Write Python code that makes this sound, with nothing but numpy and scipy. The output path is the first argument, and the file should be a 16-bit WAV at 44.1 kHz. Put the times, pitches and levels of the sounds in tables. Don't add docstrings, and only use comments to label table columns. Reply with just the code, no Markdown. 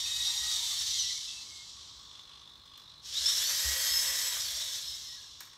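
import sys
import numpy as np
from scipy import signal
from scipy.fft import rfft, irfft, next_fast_len
from scipy.io import wavfile
from scipy.ndimage import uniform_filter1d

SR = 44100
rng = np.random.default_rng(int(sys.argv[2]) if len(sys.argv) > 2 else 0)


def rack_gain(trim_db):
    fader = np.asarray(trim_db, float)
    return 10 ** (fader / 20)


def unload_audio(sound):
    columns = np.transpose(np.atleast_2d(sound))
    steps = np.round(np.clip(columns, -1, 1) * 32767)
    wavfile.write(sys.argv[1], SR, steps.astype(np.int16))


N = 245637
TIME_S = np.arange(N) / SR
FIRST_MOVE = TIME_S < 3


def rms_one(x):
    return x / np.sqrt(np.mean(x ** 2) + 1e-20)


def in_time(rows):
    s, *columns = np.transpose(rows)
    return [np.interp(TIME_S, s, column) for column in columns]


def drift(rate):
    r = np.exp(-80 * np.pi * rate / SR)
    steps = rng.standard_normal(N // 40 + 2002)
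    slow = signal.lfilter([1], [1, -2 * r, r * r], steps)[2000:]
    return np.interp(np.arange(N) / 40, np.arange(len(slow)), rms_one(slow))


def band(x, low_hz, high_hz):
    return signal.sosfilt(signal.butter(2, [low_hz, high_hz], "band", fs=SR, output="sos"), x)


def resonate(x, hz, width):
    r = np.exp(-np.pi * width / SR)
    feedback = [1, -2 * r * np.cos(2 * np.pi * hz / SR), r * r]
    return signal.lfilter(np.array([1, 0, -1]) * (1 - r * r) / 2, feedback, x + 1e-18)


def coloured(x, spectrum):
    hz, db = np.transpose(spectrum)
    size = next_fast_len(N)
    log_hz = np.log(np.arange(size // 2 + 1) * SR / size + 1)
    gain = rack_gain(np.interp(log_hz, np.log(hz), db))
    return rms_one(irfft(rfft(x, size) * gain, size)[:N])


def fade(start, end, edge):
    ramp = np.clip(np.minimum(TIME_S - start, end - TIME_S) / edge, 0, 1)
    return np.sin(np.pi / 2 * ramp) ** 2


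# f/Hz, half width/Hz, gain/dB
HOUSING_PEAKS = [(1940, 45, 12), (3200, 80, 9), (3700, 300, 4), (4500, 60, 4), (5240, 70, 4),
                 (5480, 130, 6), (7780, 200, 3), (11400, 500, 11), (12700, 650, 9)]


def motor(rows, orders, wobble, flicker_db, trim_db):
    start, end = rows[0][0] - .04, rows[-1][0] + .01
    span = slice(max(int(start * SR), 0), int(end * SR))
    hz, effort_db = [column[span] for column in in_time(rows)]
    speed_change = abs(np.gradient(np.log(hz))) * SR
    load_db = np.minimum(2.2 * uniform_filter1d(speed_change, size=1500), 3)
    hunting = wobble * (1 + .8 * load_db) * drift(29)[span]
    turns = np.cumsum(hz * (1 + hunting)) / SR
    tones, top = np.zeros(N), max(orders)[0]
    for order, db in orders:
        order = round(order)
        housing_db = sum(gain_db / (1 + ((order * hz - centre) / width) ** 2)
                         for centre, width, gain_db in HOUSING_PEAKS)
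        chance_db = (flicker_db * drift(12) + 3.2 * drift(45))[span]
        sharpen_db = load_db * (order / top) ** .7
        level_db = db + effort_db + housing_db + trim_db + sharpen_db + chance_db
        tones[span] += rack_gain(level_db) * np.sin(2 * np.pi * order * turns)
    return np.sqrt(2) * tones * fade(start, end, .07)


# t/s, tooth rate f/Hz, level/dB
FIRST_ELBOW = [(0, 923.5, -1), (0.098, 945, -0.5), (0.198, 959.7, 4), (0.301, 938, 6.5),
               (0.451, 961.5, 2.5), (.6, 953.6, -0.5), (0.801, 923, -4.5), (.93, 914, -21)]
SECOND_ELBOW = [(0, 893, -7), (.1, 936, 2), (.2, 945, 2), (.3, 939, 3), (.5, 938, 2), (.6, 918, 1),
                (.7, 882, -1), (.8, 857, -9)]
WRIST_MOTOR = [(0.227, 128, -8), (.319, 138, 2), (.45, 139, 2), (.6, 137.5, 1), (.72, 133, -2),
               (.83, 125, -12)]
ELBOW_BRAKING = [(.935, 915, -6), (.97, 830, -9), (.99, 768, 4), (1.015, 740, 5), (1.04, 712, 2),
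                 (1.08, 672, -7), (1.12, 630, -20)]
# order (multiple of the tooth rate), level/dB
ELBOW_TONES = [
    [(2, -71), (4, -51), (5, -57), (6, -48.5), (8, -57)],
    [(2, -68), (4, -45), (5, -52), (7, -54), (8, -61)],
    [(6, -66), (7, -66), (9, -70)],
    [(4, -52.5), (8, -43.5)],
]


def elbow_whine():
    motors = zip([FIRST_ELBOW, SECOND_ELBOW, WRIST_MOTOR, ELBOW_BRAKING], ELBOW_TONES)
    return sum(motor(rows, orders, wobble=.003, flicker_db=2.2, trim_db=-2.2) for rows, orders in motors)


def gear_errors(rows, shaft_share, coast_s, spread_db):
    late = np.clip(TIME_S - rows[-1][0], 0, None)
    shaft_hz = shaft_share * in_time(rows)[0] * (.7 + .3 * np.exp(-late / coast_s))
    turns = np.cumsum(shaft_hz * (1 + .002 * drift(15))) / SR
    sizes = rack_gain(spread_db * rng.standard_normal((4, 100)))
    orders = sizes * np.exp(2j * np.pi * rng.random((4, 100)))
    orders = orders * signal.windows.tukey(100, .35)
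    patterns = [np.interp(turns % 1, np.linspace(0, 1, 2048), irfft(row, 2048)) for row in orders]
    shares = np.array([drift(7) for _ in patterns])
    return rms_one(np.sum(shares * patterns, axis=0) / np.linalg.norm(shares, axis=0))


# t/s, level/dB, gear speed (0 to 1)
RATTLE_COURSE = [(0, -39, 0.76), (.14, -38.5, 0.84), (.8, -35.5, 0.72), (1.01, -35.5, 0.4),
                 (1.53, -50, 0.46), (1.65, -50.5, 0.34), (2.4, -53.5, 0), (3.0, -54, 0.57),
                 (3.06, -47, 0.44), (3.17, -37.5, 0.48), (3.3, -34, 0.67), (3.44, -35.5, 0.79),
                 (3.73, -35, 0.99), (4.29, -37, 0.97), (4.71, -40.5, 0.67), (5.02, -46.5, 0.49),
                 (5.3, -53.5, 0.14), (5.57, -62.5, 0.01)]
# f/Hz, level/dB (per Hz)
RATTLE_COLOURS = [
    [(180, -59.5), (300, -36.5), (797, -18), (1070, -11.5), (1570, -16), (1950, -6.5), (2380, -8),
     (3780, -5.5), (4850, -4), (5720, 2), (7700, -8.5), (10200, -19), (12500, -25), (15700, -38)],
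    [(180, -60), (300, -32.5), (664, -15), (810, -23.5), (972, -14), (1400, -15.5), (1740, -7),
     (2540, -10.5), (3310, -11), (4850, -10.5), (5440, -0.5), (10200, -21), (12000, -22), (15700, -35)],
]
# f/Hz, width/Hz, level/dB
CASE_RINGS = [(350.6, 9, 5.5), (530, 28, 2.5), (1150, 490, -38), (1853, 22, -9), (2173, 11, -9),
              (3260, 60, -48), (3735, 1330, -5.5), (4190, 44, -3), (5300, 150, -22), (5200, 50, -25),
              (7960, 47, -5), (11465, 220, -40)]
# level/dB at rest, gain/dB at full speed
SPEED_GAINS = [
    (-26, 19),
    (-2.5, 2.5),
    (-18.5, 16.5),
]


def rattle():
    case_db, speed = in_time(RATTLE_COURSE)
    low_db, upper_db, hiss_db = [rest_db + gain_db * speed for rest_db, gain_db in SPEED_GAINS]
    sizes = rack_gain(2.9 * np.minimum(rng.exponential(1, N), 5)) * rng.choice([-1, 1], N)
    hits = rng.random(N) < 7000 / SR
    loose = rms_one(sizes * hits) + .4 * rng.standard_normal(N)
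    elbows = sum(gear_errors(rows, .2, coast_s=.6, spread_db=4)
                 for rows in [FIRST_ELBOW + ELBOW_BRAKING, SECOND_ELBOW])
    shoulders = sum(gear_errors(rows, .3, coast_s=.9, spread_db=4)
                    for rows in [SHOULDER_START + FIRST_SHOULDER, SECOND_SHOULDER, THIRD_SHOULDER])
    recurring = np.where(FIRST_MOVE, rms_one(elbows), rms_one(shoulders))
    slow = np.clip(1 - speed, 0, 1)
    share = .85 + .18 * slow
    contacts = (loose + share * recurring) / np.sqrt(1 + share ** 2)
    rung = sum((-1) ** k * rack_gain(db) * resonate(contacts, hz, width)
               for k, (hz, width, db) in enumerate(CASE_RINGS))
    struck = contacts + (2.6 + .41 * slow) * rung
    first, second = [coloured(struck, colour) for colour in RATTLE_COLOURS]
    sound = np.where(FIRST_MOVE, first, second)
    sound = sound - .6 * resonate(sound, 10370, 470)
    clumps_db = .3 * drift(12) + .9 * drift(35)
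    parts = [(262, 2276, low_db - .5), (2934, 4500, -1.08), (4670, 7760, upper_db - .5),
             (9430, 18877, hiss_db - .5)]
    out = np.zeros(N)
    for low, high, db in parts:
        part = rms_one(band(band(sound, low, high), 1.003 * low, 1.168 * high))
        out += rack_gain(case_db + db + clumps_db + .55 * drift(12)) * part
    running = fade(-1, 2.6, 1.1) + fade(3, 7, .07)
    return running * out


# f/Hz, level/dB (per Hz)
AIR_COLOUR = [(40, -4.5), (70, -6.5), (200, -10), (714, -17.5), (1090, -6.5), (1400, -15), (2440, -19),
              (4000, -13.5), (8000, -25), (15700, -54)]


def room_noise():
    return rack_gain(-62 + drift(2.5)) * coloured(rng.standard_normal(N), AIR_COLOUR)


def stand_rumble():
    shake = rng.standard_normal(N)
    load_db = in_time(RATTLE_COURSE)[0] + 36
    hum = rack_gain(.54 * load_db) * rms_one(resonate(shake, 66, 11))
    broad = rack_gain(2 + .36 * load_db) * rms_one(band(band(shake, 44, 136), 46, 156))
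    return rack_gain(-67.5 + 1.5 * drift(3.7)) * (hum + broad)


# start t/s, end t/s, from f/Hz, to f/Hz, level/dB
EARLY_SQUEAL_EVENTS = [(.765, .83, 5500, 5500, -47), (.91, 1.0, 2140, 2120, -60),
                       (1.02, 1.14, 1970, 1990, -57), (1.08, 1.14, 2150, 2130, -61),
                       (1.15, 1.2, 2200, 2180, -60), (.8, .91, 1780, 1760, -64),
                       (1.27, 1.41, 2680, 2650, -58), (1.36, 1.45, 4250, 4000, -57),
                       (.98, 1.15, 4250, 3850, -47), (.85, .92, 4850, 4590, -48),
                       (.86, .94, 6200, 5950, -45.5), (1.08, 1.18, 5980, 5920, -48.5),
                       (0.81, 1.1, 3760, 3600, -55), (1.09, 1.15, 3800, 4500, -48),
                       (1.27, 1.35, 3560, 3100, -54), (1.447, 1.64, 2200, 2160, -63),
                       (.04, .25, 2580, 2520, -59)]
LATE_SQUEAL_EVENTS = [(3.245, 3.32, 5450, 5650, -42), (3.04, 3.09, 2560, 2580, -66),
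                      (3.165, 3.215, 5300, 5550, -39), (3.235, 3.335, 5250, 5330, -38),
                      (3.34, 3.41, 5300, 5520, -41), (4.212, 4.33, 7800, 7740, -44),
                      (4.37, 4.45, 3800, 3650, -47), (4.45, 4.56, 3450, 3340, -51),
                      (4.39, 4.48, 4540, 4490, -48), (4.53, 4.61, 4550, 4480, -50),
                      (4.26, 4.37, 990, 970, -63), (3.73, 3.81, 530, 530, -62),
                      (4.54, 4.6, 1640, 1600, -61), (3.68, 3.73, 2120, 2130, -55),
                      (4.54, 4.66, 620, 650, -67), (4.55, 4.66, 3450, 3600, -51),
                      (4.66, 4.76, 3800, 3600, -51), (4.52, 4.62, 4600, 5000, -53),
                      (4.53, 4.62, 5220, 5120, -56), (4.58, 4.72, 3920, 3700, -50),
                      (4.66, 4.82, 3400, 3500, -52), (4.7, 4.82, 5100, 4520, -59),
                      (4.72, 4.79, 3500, 3200, -56), (4.84, 5.0, 3800, 3680, -54),
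                      (4.86, 4.97, 5300, 5230, -49), (4.93, 5.0, 3480, 3300, -58),
                      (4.8, 4.92, 4350, 4000, -55), (5.02, 5.12, 4230, 4120, -60),
                      (5.04, 5.17, 5250, 5300, -52.5), (5.06, 5.16, 1920, 1900, -67),
                      (5.12, 5.2, 3880, 3800, -59), (5.16, 5.26, 4260, 4300, -61),
                      (5.16, 5.26, 1700, 1650, -68.5), (4.62, 4.7, 5680, 5580, -58)]


def squeals():
    out = np.zeros(N)
    wander, flicker_db = .005 * drift(25), 3 * drift(30) + 3 * drift(70)
    for k, (start, end, from_hz, to_hz, db) in enumerate(EARLY_SQUEAL_EVENTS + LATE_SQUEAL_EVENTS):
        span = slice(int(start * SR), int(end * SR))
        glide = np.linspace(from_hz, to_hz, span.stop - span.start)
        hz = glide * (1 + np.roll(wander, 9000 * k)[span])
        level = rack_gain(db + 4 + np.roll(flicker_db, 7000 * k)[span]) * fade(start, end, .025)[span]
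        out[span] += level * np.sin(2 * np.pi * np.cumsum(hz) / SR)
    return out


# t/s, peak level/dB, f/Hz, time to fade by 60 dB t/s
THUD_EVENTS = [(0.198, -51, 65, 0.3), (0.419, -46.5, 64, 0.15), (0.92, -60, 62.7, 0.17),
               (1.97, -58, 61.2, 0.15), (3.22, -50, 69, 0.21), (3.667, -34, 66, 0.18),
               (3.92, -51, 65.7, .2), (4.1, -58, 63, 0.21), (4.53, -53, 59.54, 0.31),
               (4.9, -51.5, 67.4, 0.19)]


def thuds():
    out = np.zeros(N)
    for s, db, hz, t60 in THUD_EVENTS:
        age = np.clip(TIME_S - s + .0206, 0, None)
        swell = (1 - np.exp(-age / .0056)) ** 2
        out += rack_gain(db + 3.5) * swell * rack_gain(-60 * age / max(t60, .03)) * np.sin(2 * np.pi * hz * age)
    return out


# t/s, peak level/dB, low part level/dB, high part level/dB (against the peak),
# time to fade by 60 dB t/s
TICK_EVENTS = [(0.286, -52, 5, -9, 0.061), (1.093, -49, -15, -12, 0.058), (2.492, -63, -10, -20, 0.04),
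               (2.657, -61, -1, -7, 0.097), (2.775, -55, -7, 2.5, 0.053), (3.284, -32, -10, -27, 0.11),
               (3.493, -46.5, 6, -15, 0.12), (4.367, -46, 7, 8, 0.06), (5.405, -40, -7, 1, 0.039),
               (5.409, -53, 5.5, -16, 0.086), (5.454, -69, -8, -16, 0.081), (5.471, -62, 7, -15, 0.055),
               (5.531, -54, 1, -14.5, 0.054)]


def ticks():
    out, white = np.zeros(N), rng.standard_normal(N)
    edges_hz = [(1050, 2500), (3200, 8000), (10500, 14800)]
    low, mid, high = [rms_one(band(white, *edges)) for edges in edges_hz]
    for s, db, low_db, high_db, t60 in TICK_EVENTS:
        age = np.clip(TIME_S - s, 0, None)
        fades = age / max(t60, .01)
        decay = (1 - np.exp(-age / .0003)) * rack_gain(-60 * fades)
        out += rack_gain(db) * decay * (mid + rack_gain(low_db) * low + rack_gain(high_db - 40 * fades) * high)
    return out


# t/s, level/dB
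HOLD_COURSE = [(0, -75), (1.2, -76), (1.8, -57), (2.2, -52.5), (2.6, -54.5), (3.0, -55), (3.15, -65),
               (5.57, -57.5)]
# f/Hz, width/Hz, level/dB
HOLD_RINGS = [(1104, 75, -8.5), (3460, 240, -2), (3720, 220, -4), (4030, 200, -1), (4230, 180, -6),
              (4520, 150, -11), (5100, 120, -11), (5380, 160, -13), (6170, 160, -17)]


def hold_buzz():
    pulse_hz, pulse_start_s = 49.69, 2.5935
    pulses = (TIME_S - pulse_start_s) * pulse_hz
    age = (pulses % 1) / pulse_hz
    count = np.floor(pulses).astype(int)
    strength = rack_gain(1.8 * rng.standard_normal(400))[count - count[0]]
    shudder = strength * (1 - np.exp(-age / .0012)) * np.exp(-age / .006) + .18
    alike = .45
    habit = rng.standard_normal(SR // 40)[(age * SR).astype(int)]
    kicks = shudder * (alike * habit + np.sqrt(1 - alike ** 2) * rng.standard_normal(N))
    rung = sum((-1) ** k * rack_gain(db + 2.6 * drift(4.5)) * resonate(kicks, hz, .85 * width)
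               for k, (hz, width, db) in enumerate(HOLD_RINGS))
    broad = rack_gain(-22) * band(band(kicks, 3140, 4620), 3520, 4700) + rack_gain(-33) * band(kicks, 3000, 15200)
    return rack_gain(in_time(HOLD_COURSE)[0]) * rms_one(rung + broad)


# t/s, tooth rate f/Hz, level/dB
SHOULDER_START = [(3.145, 292, 5), (3.165, 312, 1), (3.185, 337, 6), (3.21, 375, -3), (3.24, 408, -4),
                  (3.27, 447, 8), (3.3, 478, 9), (3.33, 508, 5), (3.39, 548, -8)]
FIRST_SHOULDER = [(3.395, 551, 4), (3.45, 594.6, 6), (3.6, 633, 2), (3.75, 644, 2), (3.95, 648.5, 2),
                  (4.22, 647, 2), (4.3, 642, 2), (4.37, 636, -14)]
SECOND_SHOULDER = [(3.24, 412, 0), (3.3, 467, 4), (3.43, 545, 2), (3.57, 599, 6), (3.72, 636, -1),
                   (3.96, 654, 8), (4.12, 655, 3), (4.3, 647, -1), (4.47, 631, 0)]
THIRD_SHOULDER = [(3.4, 545.7, -14), (3.551, 595.5, -6), (3.65, 615, -3), (3.849, 630, 2.5), (4.05, 627, 1),
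                  (4.13, 617, -5), (4.24, 594, -8), (4.33, 555, -13)]
FOURTH_SHOULDER = [(3.3, 492, -10), (3.35, 530, -2), (3.5, 608, 4.5), (3.65, 629, 2), (3.949, 646.6, 3),
                   (4.15, 643.4, -4), (4.401, 625.7, -4)]
SHOULDER_RUN_OUT = [(4.38, 648, 0), (4.55, 640, -2), (4.7, 600, -17), (4.85, 562, -4), (5.1, 530, -15)]
# order (multiple of the tooth rate), level/dB
START_TONES = [(11, -62), (12, -49), (16, -60)]
SHOULDER_TONES = [
    [(3, -61.5), (6, -56), (8, -58), (9, -55), (12, -54), (16, -70), (20, -66)],
    [(8, -48), (12, -57), (20, -68)],
    [(3, -57), (8, -46), (20, -59)],
    [(5, -59.5), (7, -54), (10, -46.5)],
]
RUN_OUT_TONES = [(5, -67), (6, -62), (7, -65), (9, -52)]


def shoulder_whine():
    motors = zip([FIRST_SHOULDER, SECOND_SHOULDER, THIRD_SHOULDER, FOURTH_SHOULDER], SHOULDER_TONES)
    start = motor(SHOULDER_START, START_TONES, wobble=.005, flicker_db=3, trim_db=0)
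    steady = sum(motor(rows, orders, wobble=.0022, flicker_db=1.7, trim_db=-2.5) for rows, orders in motors)
    run_out = motor(SHOULDER_RUN_OUT, RUN_OUT_TONES, wobble=.007, flicker_db=5, trim_db=-2)
    return start + steady + run_out


def room(x):
    size = next_fast_len(N + SR)
    w = 2 * np.pi * np.arange(size // 2 + 1) / size
    echoes = 0
    for k, lag in enumerate((rng.uniform(.009, .03, 10) * SR).astype(int)):
        loop = rack_gain(-60 * lag / SR / .3) * np.exp(-1j * w * lag)
        echoes = echoes + (-1) ** k * loop / (1 - loop)
    return irfft(rfft(x, size) * echoes, size)[:N] / 3


def scene():
    tones = elbow_whine() + squeals() + shoulder_whine()
    grain = rattle() + hold_buzz()
    knocks = thuds() + ticks()
    direct = 1.1 * tones + knocks + .9 * grain
    echo = rack_gain(-3.5) * room(.75 * tones + knocks + .6 * grain)
    return np.tile(direct + echo + room_noise() + stand_rumble(), (2, 1))


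def top_cut(x):
    return signal.sosfilt(signal.butter(12, 16530, fs=SR, output="sos"), x)


def record(dry):
    cut = signal.sosfilt(signal.butter(3, 42, "high", fs=SR, output="sos"), dry)
    cut = signal.sosfilt(signal.ellip(10, .5, 70, 15700, fs=SR, output="sos"), cut)
    return top_cut(cut)


dry = scene()
out = record(dry)
unload_audio(out)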